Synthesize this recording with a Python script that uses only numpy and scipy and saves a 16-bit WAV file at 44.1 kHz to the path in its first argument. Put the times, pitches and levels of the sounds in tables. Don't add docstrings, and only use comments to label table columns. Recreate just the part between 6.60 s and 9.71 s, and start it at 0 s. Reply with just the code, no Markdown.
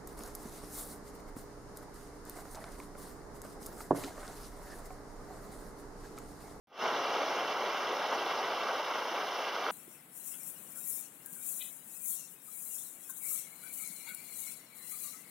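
import sys
import numpy as np
from scipy import signal
from scipy.fft import rfft, irfft
from scipy.io import wavfile
from scipy.ndimage import uniform_filter1d

SR = 44100
rng = np.random.default_rng(int(sys.argv[2]) if len(sys.argv) > 2 else 0)


def ratio_of_db(decibels):
    return 10 ** (np.asarray(decibels, float) / 20)


def unload_audio(sound):
    columns = np.transpose(np.atleast_2d(sound))
    steps = np.round(np.clip(columns, -1, 1) * 32767)
    wavfile.write(sys.argv[1], SR, steps.astype(np.int16))


N = 137151

# (time [s], level [dB])
BREAKER_SURGE = [(.2, -36), (0.271, -32.5), (.42, -35), (.68, -33.5), (.8, -35), (1.0, -36), (1.2, -35.5),
                 (1.28, -34.5), (1.4, -35.5), (1.55, -34), (1.7, -34), (2.15, -34.6), (2.23, -38.5),
                 (2.35, -34), (2.6, -35.5), (2.9, -36), (3.03, -35.5), (3.11, -31.5)]
# (frequency [Hz], density [dB per Hz])
ROAR_SPECTRUM = [(25, -56), (60, -49), (120, -26), (250, -12.5), (450, -2), (750, -.6), (1200, -4.5),
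                 (2500, -22.5)]
WASH_SPECTRUM = [(500, -20.5), (1200, -4.5), (2000, -10.5), (2800, -8), (4300, -21.5), (5300, -14),
                 (6300, -22.5), (7700, -37)]
FIZZ_SPECTRUM = [(7700, -34), (8700, -34.5), (9200, -34.5), (11000, -32.5), (13500, -31.5), (14500, -31),
                 (15300, -32.5), (15750, -39)]
# (frequency [Hz], coherence [0-1])
COHERENCE = [(400, .9995), (1000, .996), (1500, .965), (1900, .8), (2300, .96), (3000, .96), (4000, .8),
             (5100, .93)]
COHERENCE_HIGH = [(5100, 1), (6500, .72), (9200, .66), (14000, .66), (15000, .25)]
# (frequency [Hz], phase [rad])
PHASE_LEAD = [(800, .01), (2500, 0.45), (3000, 0.23), (4500, -0.59), (5300, 0.85), (6100, 0.75), (7000, .1),
              (9000, 1)]
# (frequency [Hz], difference [dB])
PORT_BALANCE = [(1000, 0), (1700, 1.7), (2200, -1.8), (2750, -4.5), (3500, -1.5), (4200, -5), (4850, 3.3),
                (5500, 2)]
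PORT_BALANCE_HIGH = [(5500, 0), (6400, -6), (7000, -7.5), (9000, -2)]
# (frequency [Hz], width [Hz], amplitude left over [0-1])
NOTCHES = [(1767, 150, 0), (2521, 310, 0.02), (4950, 204, 0.16)]
# (time [s], peak level [dB], pitch [Hz])
WATER_SLAPS = [
    (0.314, -27, 1080),
    (0.502, -28, 880),
    (0.682, -23.5, 1130),
    (1.529, -24, 890),
    (1.632, -26, 754),
    (2.964, -22, 1240),
    (3.032, -24.5, 1140),
    (3.065, -18, 1400),
    (3.088, -24, 1190),
]
# (frequency [Hz], density [dB per Hz])
AMPLIFIER_SPECTRUM = [(30, 9), (150, 25), (400, 22), (1000, 5), (6000, -3), (15700, 1)]

SURGE_SHARE = (1.0, 0.36, 0.16)
DRIFT_DB_PER_S = (-0.7, -0.3, 0.6)
PATCH_DB, FLICKER_DB, SWAY_DB = (.9, 1.1, .7), (.9, 1.0, .6), (.4, .5, .5)
RUMBLE_DRIFT_DB_PER_S, RUMBLE_HZ = -2.5, 208
SPENT_DB, SPENT_S = 1.5, 0.23
WATER_ABOVE_SURGE_DB = 0.5

BUBBLES_PER_S, BUBBLE_SPREAD_DB, BUBBLE_DB = 1500, 2.5, -9
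BUBBLE_LOW_HZ, BUBBLE_HIGH_HZ, BUBBLE_CYCLES, BUBBLE_GLIDE = 452, 3520, 4.7, .15
SLAP_CYCLES, SLAP_GAIN_DB, SLAP_LOW_HZ = 2.2, -2.0, 500

LEAD_RAD_PER_KHZ, LEAD_TOP_HZ = .45, 13000
TURN_DB_PER_S, TURN_HZ = -2, 1500
GAP_HZ, GAP_HALF_HZ = 7740, 950
START_S, FADE_END_S, FADE_FROM_DB = 0.072, .22, -39.5
SELF_NOISE_DB = -78


def evened(x):
    return x / np.sqrt(np.mean(x ** 2) + 1e-20)


def read(points, hz, beyond=None):
    f, value = np.transpose(points)
    return np.interp(np.log(hz + 1), np.log(f + 1), value, beyond, beyond)


def blurred(shape, bins, frames):
    z = uniform_filter1d(rng.standard_normal(shape), max(round(bins), 1), axis=0)
    z = uniform_filter1d(z, frames, axis=1)
    return evened(uniform_filter1d(z, frames, axis=1))


def surge(t):
    s, db = np.transpose(BREAKER_SURGE)
    return np.interp(t, s, db) - db.mean()


def water():
    frames, hz = N // 128 + 6, np.fft.rfftfreq(N, 1 / SR)
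    t, shape = np.arange(frames) * 128 / SR, (257, frames)
    surge_db = surge(t)
    spent_db = SPENT_DB * np.exp(-abs(t - BREAKER_SURGE[1][0]) / SPENT_S)
    flicker = blurred(shape, bins=60, frames=3)
    sway = blurred(shape, bins=120, frames=18)
    spectrum = 0
    for k, colour in enumerate((ROAR_SPECTRUM, WASH_SPECTRUM, FIZZ_SPECTRUM)):
        patches = blurred(shape, bins=6, frames=12)
        slow_db = SURGE_SHARE[k] * surge_db + DRIFT_DB_PER_S[k] * (t - t.mean())
        if k == 1:
            slow_db = slow_db + spent_db
        uneven_db = PATCH_DB[k] * patches + FLICKER_DB[k] * flicker + SWAY_DB[k] * sway
        real, imaginary = rng.standard_normal((2, 2) + shape)
        z = (real + 1j * imaginary) * ratio_of_db(slow_db + uneven_db)
        layer = signal.istft(z, nperseg=512, noverlap=384)[1][:, :N]
        spectrum = spectrum + rfft(layer) * ratio_of_db(read(colour, hz, -110))
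    whole = irfft(spectrum, N)
    rumble = irfft(spectrum / (1 + (hz / RUMBLE_HZ) ** 4), N)
    rumble_gain = ratio_of_db(RUMBLE_DRIFT_DB_PER_S * (np.arange(N) / SR - t.mean()))
    return evened(whole + rumble * (rumble_gain - 1))


def bubbles():
    out = np.zeros((2, N))
    strength = ratio_of_db(BUBBLE_SPREAD_DB * np.minimum(rng.exponential(1, (2, N)), 5))
    bursts = strength * (rng.random((2, N)) < BUBBLES_PER_S / SR)
    kind = rng.integers(0, 30, (2, N))
    for k, hz in enumerate(np.geomspace(BUBBLE_LOW_HZ, BUBBLE_HIGH_HZ, 30)):
        cycles = np.arange(0, 2 * BUBBLE_CYCLES, hz / SR)
        envelope = cycles * np.exp(-3 * cycles / BUBBLE_CYCLES)
        rise = 1 + BUBBLE_GLIDE * cycles / BUBBLE_CYCLES
        ring = envelope * np.sin(2 * np.pi * cycles * rise)
        ring = ring / np.linalg.norm(ring)
        roar, wash = ratio_of_db(read(ROAR_SPECTRUM, hz, -110)), ratio_of_db(read(WASH_SPECTRUM, hz, -110))
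        loud = np.hypot(roar, wash) * np.sqrt(hz)
        out += loud * signal.oaconvolve(bursts * (kind == k), ring[None])[:, :N]
    return evened(out) * ratio_of_db(surge(np.arange(N) / SR))


def slaps():
    out = np.zeros(N + SR)
    for s, db, hz in WATER_SLAPS:
        cycles = np.arange(0, 3 * SLAP_CYCLES, hz / SR)
        envelope = cycles * np.exp(1 - 3 * cycles / SLAP_CYCLES) * 3 / SLAP_CYCLES
        ring = envelope * np.sin(2 * np.pi * cycles)
        out[round(s * SR):][:len(ring)] += ratio_of_db(db + SLAP_GAIN_DB) * ring
    bass_cut = signal.butter(4, SLAP_LOW_HZ, 'high', fs=SR, output='sos')
    return signal.sosfilt(bass_cut, out[:N])


def ports(fields):
    hz, (a, b) = np.fft.rfftfreq(N, 1 / SR), rfft(fields)
    same = np.clip(read(COHERENCE, hz) * read(COHERENCE_HIGH, hz), 0, 1)
    last_hz = PHASE_LEAD[-1][0]
    lead = read(PHASE_LEAD, hz) + LEAD_RAD_PER_KHZ * (np.clip(hz, last_hz, LEAD_TOP_HZ) - last_hz) / 1000
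    tilt = ratio_of_db((read(PORT_BALANCE, hz) + read(PORT_BALANCE_HIGH, hz)) / 2)
    left = a * tilt
    right = (same * np.exp(1j * lead) * a + np.sqrt(1 - same ** 2) * b) / tilt
    return irfft(np.array([left, right]), N)


def turned(left, right):
    hz, t = np.fft.rfftfreq(N, 1 / SR), np.arange(N) / SR
    low_side = irfft(rfft(left - right) / 2 / (1 + (hz / TURN_HZ) ** 4), N)
    change = low_side * (ratio_of_db(TURN_DB_PER_S * (t - t.mean())) - 1)
    return np.array([left + change, right - change])


def self_noise(gap):
    hz = np.fft.rfftfreq(N, 1 / SR)
    noise = rfft(rng.standard_normal(N)) * gap * ratio_of_db(read(AMPLIFIER_SPECTRUM, hz))
    return ratio_of_db(SELF_NOISE_DB) * evened(irfft(noise, N))


def scene():
    level = ratio_of_db(np.mean(np.transpose(BREAKER_SURGE)[1]) + WATER_ABOVE_SURGE_DB)
    surf = level * (water() + ratio_of_db(BUBBLE_DB) * bubbles())
    left, right = ports(surf + slaps())
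    return turned(left, right)


def low_pass(x):
    return signal.sosfilt(signal.butter(12, 16370, fs=SR, output="sos"), x)


def record(dry):
    hz, t, z = np.fft.rfftfreq(N, 1 / SR), np.arange(N) / SR, rfft(dry)
    for notch_hz, width_hz, left_over in NOTCHES:
        off = 2j * (hz - notch_hz) / width_hz
        z = z * (off + left_over) / (off + 1)
    away = ((hz - GAP_HZ) / GAP_HALF_HZ) ** 6
    gap = away / (1 + away) * (hz < FIZZ_SPECTRUM[-1][0])
    fade = ratio_of_db(np.interp(t, [START_S, FADE_END_S], [FADE_FROM_DB, 0]))
    mix = irfft(z * gap, N) * fade + self_noise(gap)
    return low_pass(mix * (t > START_S))


dry = scene()
out = record(dry)
unload_audio(out)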